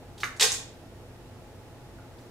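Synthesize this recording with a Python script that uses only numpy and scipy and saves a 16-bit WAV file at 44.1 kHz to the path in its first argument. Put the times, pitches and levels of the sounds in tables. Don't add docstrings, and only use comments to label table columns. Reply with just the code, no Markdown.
import sys
import numpy as np
from scipy import signal
from scipy.io import wavfile

SR = 44100
rng = np.random.default_rng(int(sys.argv[2]) if len(sys.argv) > 2 else 0)


def rack_gain(trim_db):
    fader = np.asarray(trim_db, float)
    return 10 ** (fader / 20)


def transcribe(u):
    v = np.clip(np.atleast_2d(u).T, -1, 1)
    q = np.round(v * 32767).astype(np.int16)
    wavfile.write(sys.argv[1], SR, q)


N = 101430


def rms_one(x):
    return x / np.sqrt(np.mean(x ** 2) + 1e-20)


def at_hz(points, hz, column=1):
    table = np.array(points)
    return np.interp(np.log(hz), np.log(table[:, 0]), table[:, column])


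def pan(db):
    return rack_gain(db * np.array([[0.5], [-0.5]]))


def stereo(mid, side, alike):
    return np.sqrt(1 + alike) * mid + np.sqrt(1 - alike) * side * [[1], [-1]]


def high_pass(x, order, hz):
    return signal.sosfilt(signal.butter(order, hz, "high", fs=SR, output="sos"), x)


def bands():
    edges = 22 * 2 ** np.arange(0, 9.6, 0.5)
    return [(np.sqrt(low * high), signal.butter(2, [low, high], "band", fs=SR, output="sos"))
            for low, high in zip(edges, edges[1:])]


def ring(clicks, hz, t60):
    radius = rack_gain(-60 / (t60 * SR))
    turn = 2 * np.pi * hz / SR
    return signal.lfilter([0, np.sin(turn)], [1, -2 * radius * np.cos(turn), radius * radius], clicks + 1e-18)


# [f/Hz, level/dB per Hz]
AIR = [(15, -38), (30, -26), (60, -5.5), (150, -5), (400, -13), (900, -15.5), (1100, -18), (16000, -36.5)]
# [f/Hz, left minus right level/dB]
AIR_PAN = [(60, 1), (300, -2), (700, .8), (3000, -1.5), (12000, 0)]
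# [f/Hz, left-right likeness]
LIKENESS = [(60, 0.83), (130, 0.77), (290, 0.77), (640, 0.52), (1410, 0.6), (3100, -0.24), (6820, 0.1),
            (15000, -0.22)]
AIR_DB = -50


def air():
    out = 0
    white = rng.standard_normal((2, 2, N + SR))
    for k, (hz, sos) in enumerate(bands()):
        mid, side = signal.sosfilt(sos, white[k % 2])[:, SR:]
        alike = np.clip(at_hz(LIKENESS, hz), -1, 1)
        out = out + rack_gain(at_hz(AIR, hz)) * pan(at_hz(AIR_PAN, hz)) * stereo(mid, side, alike)
    return rack_gain(AIR_DB - 2.0) * rms_one(out)


# [f/Hz, level/dB]
TONES = [(46.5, -67), (93.6, -56), (120, -56), (338.6, -66), (360, -66.5)]
# [f/Hz, width/Hz, level/dB]
HUM = [(49, 6.9, -57.5), (93.36, 4.3, -56.5), (126.6, 14, -61), (258, 15.57, -59.5), (345.8, 7, -64.5),
       (418.7, 8.1, -68.5), (482.6, 97, -57.5), (664, 58, -61), (830, 18.7, -65.5), (857, 12, -69)]


def refrigerator():
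    t = np.arange(N) / SR
    out = 0
    for hz, db in TONES:
        out = out + rack_gain(db) * np.sqrt(2) * np.sin(2 * np.pi * (hz * t + rng.random()))
    for hz, width_hz, db in HUM:
        t60 = np.log(1000) / np.pi / width_hz
        mid, side = [rms_one(ring(noise, hz, t60)[SR:]) for noise in rng.standard_normal((2, N + SR))]
        out = out + rack_gain(db) * (mid + 0.11 * side * [[1], [-1]])
    return out


# [f/Hz, dying time t60/s, wet level/dB]
KITCHEN = [(278, 0.9, -15), (980, 0.35, 1), (3000, 0.53, -6), (7000, 0.33, 1.5), (13800, 0.23, 3.5)]
FIRST_ECHO_S, ECHO_LIKENESS = 0.0013, 0.96
EARLY_DB, EARLY_T60_S = -0.5, 0.054


def kitchen(x):
    t = np.arange(SR // 2 + SR // 4) / SR
    early = rack_gain(EARLY_DB - 60 * t / EARLY_T60_S)
    white = rng.standard_normal((2, 2, len(t)))
    echoes = 0
    for k, (hz, sos) in enumerate(bands()[6:]):
        alike = np.clip(ECHO_LIKENESS * at_hz(LIKENESS, hz), 0, 1)
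        t60 = at_hz(KITCHEN, hz)
        mid, side = signal.sosfilt(sos, white[k % 2])
        wet = rack_gain(at_hz(KITCHEN, hz, column=2)) * np.sqrt(np.log(1000) / t60 / SR)
        echoes = echoes + stereo(mid, side, alike) * wet * (rack_gain(-60 * t / t60) + early)
    onset = np.clip(t / FIRST_ECHO_S - 1, 0, 1)
    return signal.fftconvolve(x[None], echoes * onset, axes=1)[:, :N]


def contacts(per_s, uneven):
    sizes = rack_gain(uneven * np.minimum(rng.exponential(1, N), 4.0)) * rng.choice([-1, 1], N)
    return rms_one(sizes * (rng.random(N) < per_s / SR))


def chips(clicks, spectrum, cycles):
    pitches = np.geomspace(spectrum[0][0], spectrum[-1][0], 36)
    dealt = rng.integers(0, len(pitches), N)
    gains = rack_gain(at_hz(spectrum, pitches)) * pitches ** 2
    power = np.mean(gains ** 2 * (cycles / pitches) ** 3) * SR ** 3 / 16 / np.log(1000) ** 3 / 2
    out = np.zeros(N)
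    for k, (hz, gain) in enumerate(zip(pitches, gains)):
        t60 = cycles / hz
        swell = ring(clicks * (dealt == k), hz, t60)
        out += gain * ring(swell, hz, t60)
    return out / np.sqrt(power)


# [t/s, peak level/dB, dying time t60/s]
SLIDES = [
    (0.1782, -55, 0.23),
    (0.2025, -47.5, 0.16),
    (0.233, -44.5, 0.18),
    (0.3603, -49, 0.053),
    (0.519, -28, 0.025),
    (0.529, -40, 0.21),
    (2.185, -65.5, .25),
]
# [f/Hz, level/dB per Hz]
CHIP_IN_CUP = [(1500, -18), (2800, -16), (3800, 6), (5000, -2.5), (6200, -4.5), (8300, -7), (11000, -24),
               (15500, -18)]
# [f/Hz, level/dB per Hz]
CHIP_ON_GLASS = [(1000, -12), (2500, 14), (3800, -16), (5200, 8), (7000, 32), (9000, 9.5), (11500, -24),
                 (15500, -44)]
SLIDE_PER_S, SLIDE_UNEVEN_DB, SLIDE_CYCLES = 9000, 2.5, 4.1
CUP_EMPTY_S = 0.3


def slides():
    t = np.arange(N) / SR
    level = sum(rack_gain(db - 60 * np.maximum(t - s, 0) / t60) * (t >= s) for s, db, t60 in SLIDES)
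    clicks = contacts(SLIDE_PER_S, SLIDE_UNEVEN_DB) * level
    deep = (t < CUP_EMPTY_S) | (t > 1)
    in_cup = chips(clicks * deep, CHIP_IN_CUP, SLIDE_CYCLES)
    on_glass = chips(clicks * ~deep, CHIP_ON_GLASS, SLIDE_CYCLES)
    return in_cup + on_glass


# [t/s, level/dB]
KNOCKS = [
    (.2328, -14.5),
    (.2352, -21.5),
    (0.238, -22.5),
    (0.2406, -21.5),
    (.2440, -25.5),
    (.2505, -29),
    (.2560, -30),
]
# [f/Hz, level/dB]
CUP = [(380, -10), (620, -10.5), (820, -16), (1075, -6.5), (1280, -9), (1370, 1), (1560, -19), (1690, 3),
       (1850, -6), (2010, 3), (2290, 4), (2600, -7), (3050, -8), (3680, -1)]
CUP_CYCLES = 30
CRACK_DB, CRACK_HZ, CRACK_T60_S = -25, 3000, 0.0051


def knock():
    s, db = np.transpose(KNOCKS)
    at = (s * SR).astype(int)
    modes = np.zeros(N)
    for k, (hz, mode_db) in enumerate(CUP):
        sign = (-1) ** (k // 2)
        clicks = np.zeros(N)
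        clicks[at] = rack_gain(db + mode_db - 9.5 + rng.normal(0, 2, len(s))) * sign
        modes += ring(clicks, hz, CUP_CYCLES / max(hz, 1300))
    t = np.arange(N) / SR - s[0]
    fade = rack_gain(db[0] + CRACK_DB - 60 * np.maximum(t, 0) / CRACK_T60_S) * (t >= 0)
    crack = rng.standard_normal(N) * fade
    return modes + high_pass(crack, 2, CRACK_HZ)


# [t/s, peak level/dB, f/Hz]
TICKS = [(0.177, -50, 4080), (.1790, -48, 9000), (.2040, -51, 4220), (0.242, -25.5, 6400),
         (.3607, -61, 7400), (0.3975, -19.5, 7500), (.4005, -23, 4200), (0.406, -19, 7600),
         (.4235, -19.5, 1850), (.4120, -33.5, 468), (.4350, -25.5, 448), (.4380, -34, 800),
         (.4560, -28, 462.4), (0.518, -28, 7000), (.5200, -39, 8600), (0.521, -26, 6640),
         (.5140, -42, 1080), (.5850, -46, 1080), (.5470, -24, 7330), (1.985, -46.5, 1460),
         (1.996, -46, 1380), (2.011, -62, 1900)]
TICK_CYCLES = 28


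def ticks():
    out = np.zeros(N)
    for s, db, hz in TICKS:
        cycle = int(round(SR / hz))
        clicks = np.zeros(N)
        clicks[int(s * SR) + np.arange(3) * cycle] = rack_gain(db - 9)
        out += ring(clicks, hz, TICK_CYCLES / hz)
    return out


# [t/s, level/dB]
POUR = [
    (0.3972, -22),
    (.403, -36),
    (.411, -18),
    (.418, -28.5),
    (.424, -18),
    (.445, -27.5),
    (.47, -36),
    (.51, -43.5),
    (.56, -49),
]
# [f/Hz, level/dB per Hz]
CHIP_ON_POT = [(300, -25), (700, -34.5), (1500, -9), (2800, 2.5), (4500, 5), (7500, -2.5), (11000, -17),
               (15500, -59)]
# [f/Hz, level/dB, dying time t60/s]
POT = [(375, -39, .04), (446.6, -2, 0.06), (800, -11.5, 0.067), (1080, -17.5, 0.37), (1583, -7.5, .12),
       (1896, 1, .08), (2890, 3.5, 0.035), (3388, -1, 0.09), (2460, -3, 0.099), (3830, 7.5, 0.054),
       (4528, -34, 0.05), (5370, -12, 0.04), (5850, -11, .05), (7540, -4, 0.1)]
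POUR_PER_S, POUR_UNEVEN_DB, POUR_CYCLES = 9000, 2.5, 5.67
POT_RING_DB, TRICKLE_FADE_DB_PER_S = -5, 348
HEAP_LAG_S, HEAP_BELOW_HZ = 0.014, 900


def pour():
    t = np.arange(N) / SR
    s, db = np.transpose(POUR)
    trickle_fade = TRICKLE_FADE_DB_PER_S * np.maximum(t - s[-1], 0)
    level = rack_gain(np.interp(t, s, db) - trickle_fade) * (t >= s[0])
    clicks = contacts(POUR_PER_S, POUR_UNEVEN_DB) * level
    pot = np.zeros(N)
    for hz, mode_db, t60 in POT:
        lag = int(HEAP_LAG_S * SR) * (hz < HEAP_BELOW_HZ)
        hits = np.roll(clicks, lag) * rng.standard_normal(N)
        pot += rack_gain(mode_db) * ring(hits, hz, t60)
    return chips(clicks, CHIP_ON_POT, POUR_CYCLES) + rack_gain(POT_RING_DB - 28.5) * pot


SOURCE_PAN_DB = -1.9
SMALLEST_HZ = 320


def scene():
    near = high_pass(pour() + slides() + ticks() + knock(), 4, SMALLEST_HZ)
    return (near + kitchen(near)) * pan(SOURCE_PAN_DB) + air() + refrigerator()


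def low_pass(x):
    return signal.sosfilt(signal.butter(12, 16490, fs=SR, output="sos"), x)


TOP = 0.5
CUTOFF_HZ = 15900


def record(dry):
    rounded = TOP * np.tanh(dry / TOP)
    treble_cut = signal.cheby2(14, 60, CUTOFF_HZ + 400, fs=SR, output="sos")
    return low_pass(signal.sosfilt(treble_cut, rounded))


dry = scene()
out = record(dry)
transcribe(out)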